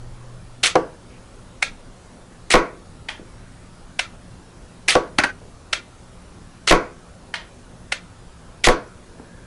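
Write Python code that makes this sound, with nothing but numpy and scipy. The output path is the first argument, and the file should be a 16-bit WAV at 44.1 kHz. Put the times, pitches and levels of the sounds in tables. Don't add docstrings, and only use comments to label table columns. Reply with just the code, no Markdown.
import sys
import numpy as np
from scipy import signal
from scipy.fft import rfft, irfft
from scipy.io import wavfile
from scipy.ndimage import uniform_filter1d

SR = 44100
rng = np.random.default_rng(int(sys.argv[2]) if len(sys.argv) > 2 else 0)


def boost(x):
    u = np.asarray(x, float) / 20
    return 10 ** u


def dump_mix(stems):
    frames = np.atleast_2d(stems).T
    limited = np.clip(frames, -1, 1)
    pcm = np.round(limited * 32767).astype(np.int16)
    wavfile.write(sys.argv[1], SR, pcm)


N = 417186

# frequency in Hz, level in dB, decay time t60 in seconds.
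GUN_MODES = [(690, -16.5, 0.0086), (957, -20, 0.0059), (1406, -16, 0.012), (1680, -10, 0.0051),
             (2100, -3, 0.0049), (2756, -3.5, 0.0038), (3440, -2, 0.0023), (4200, -4.5, 0.0026),
             (5340, -9, 0.0033), (6160, -9, 0.0028), (7900, -11, 0.0028), (9920, -11.5, 0.0019)]
# release in seconds, strength in dB,
# time to the muzzle in seconds, whip of the band in dB.
SHOTS = [
    (0.6353, -1, .0203, -0.5),
    (2.505, -0.5, 0.016, -2),
    (4.883, -1, .0203, 1.5),
    (6.675, -1.5, .02, -3),
    (8.641, -3, 0.021, -6),
]
# delay as a share of the time to the muzzle, level in dB, # added ring in
# Hz, chatter t60 in seconds.
SHOT_STEPS = [
    (-.18, -9, 2020, 0.06),
    (0, 0, 2280, 0.031),
    (0.279, -7, 3940, 0.079),
    (.5, -2, 4200, 0.039),
    (0.752, -10.5, 3220, 0.0097),
    (1., -2, 2770, 0.035),
    (1.2, -4, 2130, 0.027),
    (1.599, -5, 2440, 0.012),
    (1.9, -3.5, 3910, .03),
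    (2.4, -16, 3250, 0.064),
]


def barrel_rattle():
    share, db, hz, t60 = np.transpose(SHOT_STEPS)
    luck_db = 3.5 * rng.standard_normal((len(SHOTS), len(share)))
    rows = []
    for (s, strength_db, barrel_s, whip_db), luck in zip(SHOTS, luck_db):
        whip = whip_db * (share > 1.4)
        rows += unfold(s, share * barrel_s, db + strength_db + whip + luck, hz, t60)
    return boost(-3.0) * plastic_clicks(rows, GUN_MODES, -6.5, 0.0064, cut_hz=910)


# frequency in Hz, level in dB, t60 in seconds.
WALL_MODES = [(172.7, -15, 0.19), (231.4, -15, 0.11), (318.3, -6.5, 0.11), (386.5, -2, 0.065),
              (407, 1, 0.024), (507, -3.5, 0.093), (564.2, -9, 0.081), (646, 5, 0.016),
              (732.7, -4.5, 0.082), (740, 4.5, 0.031), (793, 4, 0.02), (957, -7, 0.011), (1028, 0, 0.035),
              (1124, -10.5, 0.16), (1251, -11, 0.069), (1453, -3, 0.031), (1700, -10, 0.024),
              (1900, -3, 0.029), (2350, -1.5, 0.016), (3050, -11, 0.005)]
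# frequency in Hz, level in dB, t60 in seconds.
BRICK_MODES = [(290, -20.5, 0.067), (616, -20, 0.052), (900, -7, 0.0067), (1546, -10.5, 0.023),
               (1900, -2, 0.0078), (2610, -8, 0.01), (3130, -6.5, 0.0037), (4530, -10.5, 0.005),
               (6030, -13, 0.0054), (6900, -14.5, 0.0024), (9300, -14.5, 0.0018)]
# start in seconds, peak in dB, crack in dB, push of air in dB,
# second touch in dB.
THUMPS = [
    (0.7548, 1, -6, -35, -27),
    (2.5387, 10.5, -5, -2.5, 0),
    (4.9524, 4.5, -1, -19, -8),
    (6.7092, 10, 0, 0, 3),
    (8.671, 8, 0, 1, 4),
]


def wall_thumps():
    boom, crack, push = np.zeros((2, N)), np.zeros((2, N)), np.zeros(N)
    hard_db, hard_t60, chatter_per_db = 9.5, 0.0076, 0.9
    middle_hz, dull_db_per_octave = 627, 1.1
    for s, db, crack_db, push_db, second_db in THUMPS:
        soft_db = max(hard_db - db, 0)
        dulling = dull_db_per_octave * soft_db
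        modes = [(hz, d - dulling * abs(np.log2(hz / middle_hz)), t60) for hz, d, t60 in WALL_MODES]
        chatter_t60 = hard_t60 * boost(-chatter_per_db * soft_db)
        strike(*boom, s, modes, db, chatter_t60, detune=0.011, spread_db=1, blur=0.23)
        strike(*crack, s, BRICK_MODES, crack_db, 0.0079)
        second_s = s + .0142
        strike(*boom, second_s, modes, second_db, 0.016, detune=0.011, spread_db=-0.5, blur=0.17)
        strike(*crack, second_s, BRICK_MODES, second_db + 0.5 - 2 * soft_db, 0.0065)
        add(push, s, boost(push_db) * ring([(19.4, 0.96, 0.15)]))
    return low_cut(low_cut(boom, 122), 122), crack, push


# start in seconds, strength in dB, loudest ring in Hz.
TRIGGER_SNAPS = [
    (1.6254, -5, 2282),
    (3.9929, -6.5, 2205),
    (5.7302, -6, 2210),
    (7.9217, -7, 2100),
]
# delay in seconds, level in dB, share of the ring frequency,
# chatter t60 in seconds.
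TRIGGER_STEPS = [
    (-.006, -31, 0.78, .03),
    (-.003, -11, 1.034, 0.09),
    (0, 0, 1., .018),
    (.0036, -2, 0.933, 0.0094),
]


def trigger_snaps():
    delay, db, share, t60 = np.transpose(TRIGGER_STEPS)
    rows = []
    for s, strength_db, hz in TRIGGER_SNAPS:
        rows += unfold(s, delay, db + strength_db, share * hz, t60)
    snaps = plastic_clicks(rows, GUN_MODES, -1.056, 0.007, cut_hz=520)
    return boost(3.5) * signal.lfilter(*signal.butter(1, 6000, fs=SR), snaps)


# start in seconds, peak in dB, loudest ring in Hz, chatter t60 in seconds.
BOUNCES = [(5.1825, -29, 1820, .01), (5.185, 3, 1430, 0.019), (5.188, -4, 1900, 0.012),
           (5.194, -7, 700, 0.021), (5.2, -9.5, 2270, 0.023), (5.2365, -2, 1470, 0.013),
           (5.24, -5.5, 1900, 0.01), (5.2445, -10, 900, 0.026), (5.25, -20, 2600, 0.015),
           (5.298, -34, 300, 0.01)]


def near_bounces():
    return plastic_clicks(BOUNCES, BRICK_MODES, -2.5, 0.015, cut_hz=44)


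# start in seconds, peak in dB, loudest ring in Hz,
# chatter t60 in seconds.
LANDINGS = [
    (3.0865, -16, 3190, 0.031),
    (3.09, -15.5, 1760, 0.012),
    (3.104, -23.5, 1610, .01),
    (7.34, -13, 3127, 0.019),
    (7.343, -15, 2060, 0.0039),
    (7.355, -22, 4070, 0.057),
]


def far_landings():
    return plastic_clicks(LANDINGS, BRICK_MODES, 0, 0.0092, cut_hz=700)


# start in seconds, peak in dB, ring in Hz, t60 in seconds.
KNOCKS = [(3.196, -27.5, 320, .04), (3.216, -34, 230, 0.036), (4.135, -42, 560, 0.055),
          (5.19, -27.5, 120, .06), (1.702, -40, 170, .03), (5.4168, -34.5, 520, 0.016),
          (9.198, -30, 250, 0.045), (9.197, -35, 830, .015)]


def knocks_and_jolts():
    out = np.zeros((2, N))
    taps = list(KNOCKS)
    for s, db, barrel_s, _ in SHOTS:
        for late in (0, barrel_s):
            taps.append((s + late, db - 26, 384, 0.044))
    for s, db, hz, t60 in taps:
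        strike(*out, s, [(hz, 0, t60), (2.0 * hz, -9, t60 / 2)], db, 0.0057, detune=0)
    return out


# start in seconds, length in seconds,
# centre in Hz, width in Hz, level in dB.
HOLLOWS = [(5.195, .045, 1520, 80, -37), (5.245, 0.08, 1545, 44, -30.5), (5.74, 0.079, 1400, 60, -44),
           (1.645, 0.069, 1350, 110, -46), (5.745, .05, 3300, 150, -41), (4.005, .068, 1347, 100, -45),
           (3.1, .07, 3250, 150, -48)]
# start in seconds, length in seconds, centre in Hz,
# width in Hz, level in dB.
RUBS = [(1.09, .11, 2500, 1000, -56), (3.3, 0.46, 1950, 1200, -61), (9.1, 0.54, 1620, 220, -56.5),
        (.12, 0.21, 900, 1000, -57.5)]


def rubs_and_hollows():
    out = np.zeros(N)
    for s, length, hz, width_hz, db in list(RUBS) + list(HOLLOWS):
        size = round(length * SR)
        add(out, s, boost(db) * fuzz(hz, width_hz, size) * signal.windows.tukey(size, .5))
    return out


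def outside():
    t = np.arange(N) / SR
    hum_hz, hum_db = 121, -55.5
    rumble_db = -45.5 + 15 * np.exp(-t / 0.18) - 1.65 * t
    drift_db = 3 * fuzz(0.23, 1.7, N)
    rumble = boost(rumble_db + drift_db) * fuzz(23.6, 21, N)
    near = 1 / (1 + np.exp(np.minimum((t - 0.45) / 0.076, 50)))
    drone = boost(hum_db + 16) * near * np.sin(2 * np.pi * hum_hz * t)
    hums = boost(hum_db) * fuzz(hum_hz, 3.6, N) + boost(-58.5) * fuzz(177.9, 3.6, N)
    return rumble + drone + hums


# frequency in Hz, density in dB per Hz.
FLOOR_SPECTRUM = [(12, -30), (20, -2), (124, -4), (141, -30), (174, -1), (204, -18.5), (233, -6.5),
                  (312, -15), (355, -11), (395, -14.5), (557, -15), (706, -18), (1400, -21), (2080, -28),
                  (11000, -34), (14300, -15.5), (22000, -120)]


def noise_floor():
    frames, hz = N // 512 + 5, np.fft.rfftfreq(2048, 1 / SR)
    a, b, patches = rng.standard_normal((frames, 1025, 3)).T
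    patches = evened(uniform_filter1d(uniform_filter1d(patches, 10, 0), 8, 1))
    z = (a + 1j * b) * boost(read(FLOOR_SPECTRUM, hz)[:, None] + 1.7 * patches)
    return boost(-43) * evened(signal.istft(z, nperseg=2048, noverlap=1536)[1][:N])


# frequency in Hz, t60 in seconds.
ROOM_DECAY = [(150, 0.27), (500, 0.35), (1400, 0.35), (3500, 0.27), (6000, 0.26), (9000, 0.14)]


def room(x, far_s=0.064, far_db=-6):
    taps = np.zeros(SR // 2)
    at = np.arange(200, len(taps) - 20, 20)
    taps[at + rng.integers(0, 20, len(at))] = rng.choice([-1., 1.], len(at))
    hz, t, z = signal.stft(taps, SR, nperseg=256)
    thinning_db = far_db * np.clip((t - far_s) / 0.015, 0, 1)
    decay_db = -60 * t / read(ROOM_DECAY, hz)[:, None]
    tail = signal.istft(z * boost(decay_db + thinning_db), SR, nperseg=256)[1]
    return signal.fftconvolve(x, tail / np.linalg.norm(tail))[:N]


def unfold(start, delays, db, hz, chatter_t60):
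    return list(zip(start + delays, db, hz, chatter_t60))


def plastic_clicks(table, modes, main_db, main_t60, cut_hz):
    out = np.zeros((2, N))
    for s, db, hz, chatter_t60 in table:
        body = sorted(list(modes) + [(hz, main_db, main_t60)])
        strike(*out, s - .0004, body, db, chatter_t60)
    return low_cut(out, cut_hz)


def strike(direct, spread, s, modes, db, chatter_t60, detune=0.046, spread_db=2, blur=0.5):
    luck = rng.standard_normal((len(modes), 2))
    body = ring([(hz * (1 + detune * a), d + spread_db * b, t60)
                 for (hz, d, t60), (a, b) in zip(modes, luck)])
    sound = signal.fftconvolve(spray(chatter_t60), body)
    sound *= boost(db) / abs(sound).max()
    mean = ring([(hz, d, blur * t60) for hz, d, t60 in modes])
    add(direct, s - 128 / SR, sound)
    add(spread, s, mean * np.linalg.norm(sound) / np.linalg.norm(mean))


def spray(chatter_t60, grain_db=3, rise_s=0.00041):
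    t = np.arange(2048) / SR
    contacts = rng.standard_normal(len(t)) * boost(grain_db * rng.exponential(1, len(t)))
    contacts *= boost(-60 * t / max(chatter_t60, .001)) * (1 - np.exp(-t / rise_s))
    z = rfft(np.roll(contacts, 128))
    return irfft(z / np.sqrt(uniform_filter1d(abs(z) ** 2, size=13)))


def ring(modes):
    t = np.arange(round(1.2 * max(m[2] for m in modes) * SR) + 64) / SR
    return sum((-1) ** k * boost(db - 60 * t / max(t60, .002)) * np.sin(2 * np.pi * hz * t)
               for k, (hz, db, t60) in enumerate(modes))


def low_cut(x, hz):
    return signal.sosfilt(signal.butter(2, hz, "high", fs=SR, output="sos"), x)


def fuzz(hz, width_hz, size):
    f = np.fft.rfftfreq(size, 1 / SR)
    band = 1 / (1 + ((f - hz) / width_hz * 2) ** 2)
    return evened(irfft(rfft(rng.standard_normal(size)) * band, size))


def evened(x):
    return x / np.sqrt(np.mean(x ** 2) + 1e-20)


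def read(points, hz):
    f, value = np.transpose(points)
    return np.interp(np.log(hz + 1), np.log(f + 1), value)


def add(mix, s, sound):
    part = mix[round(s * SR):][:len(sound)]
    part += sound[:len(part)]


def scene():
    rattle = barrel_rattle()
    boom, crack, push = wall_thumps()
    trigger = trigger_snaps()
    near = near_bounces()
    far = far_landings()
    taps = knocks_and_jolts()
    wet = room(boost(-8.5) * rattle[1] + boost(-11.5) * trigger[1])
    wet += room(boost(-12) * near[1], far_s=0.067, far_db=-11)
    wet += room(boost(-5.5) * far[1], far_s=0.082, far_db=-1.5)
    thumps = boost(-12.0) * boom[1] + boost(-12) * crack[1] + boost(-5.5) * taps[1]
    wet += room(thumps, far_s=0.21, far_db=-1)
    direct = (rattle + trigger + near + far + boom + crack + taps)[0] + push
    return (direct + wet + noise_floor() + outside() + rubs_and_hollows())[None]


def band_limit(x):
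    return signal.sosfilt(signal.butter(12, 15660, fs=SR, output="sos"), x)


def record(dry):
    clipped = np.clip(dry, -.62, .45)
    clipped += .08 * np.tanh(.7 * (dry - clipped))
    sagged = signal.lfilter([1, -1], [1, -np.exp(-2 * np.pi * 6 / SR)], clipped)
    limited = np.clip(sagged, -.5, .5)
    band = signal.firwin(191, 11050, window=("kaiser", 5), fs=SR)
    narrow = signal.oaconvolve(limited, band[None], "same")
    overload = uniform_filter1d(1. * (abs(dry) > .75), size=300)
    spill = signal.sosfilt(signal.butter(6, 12000, fs=SR, output="sos"), overload * (limited - narrow))
    mix = narrow + boost(5) * spill
    return band_limit(mix)


dry = scene()
out = record(dry)
dump_mix(out)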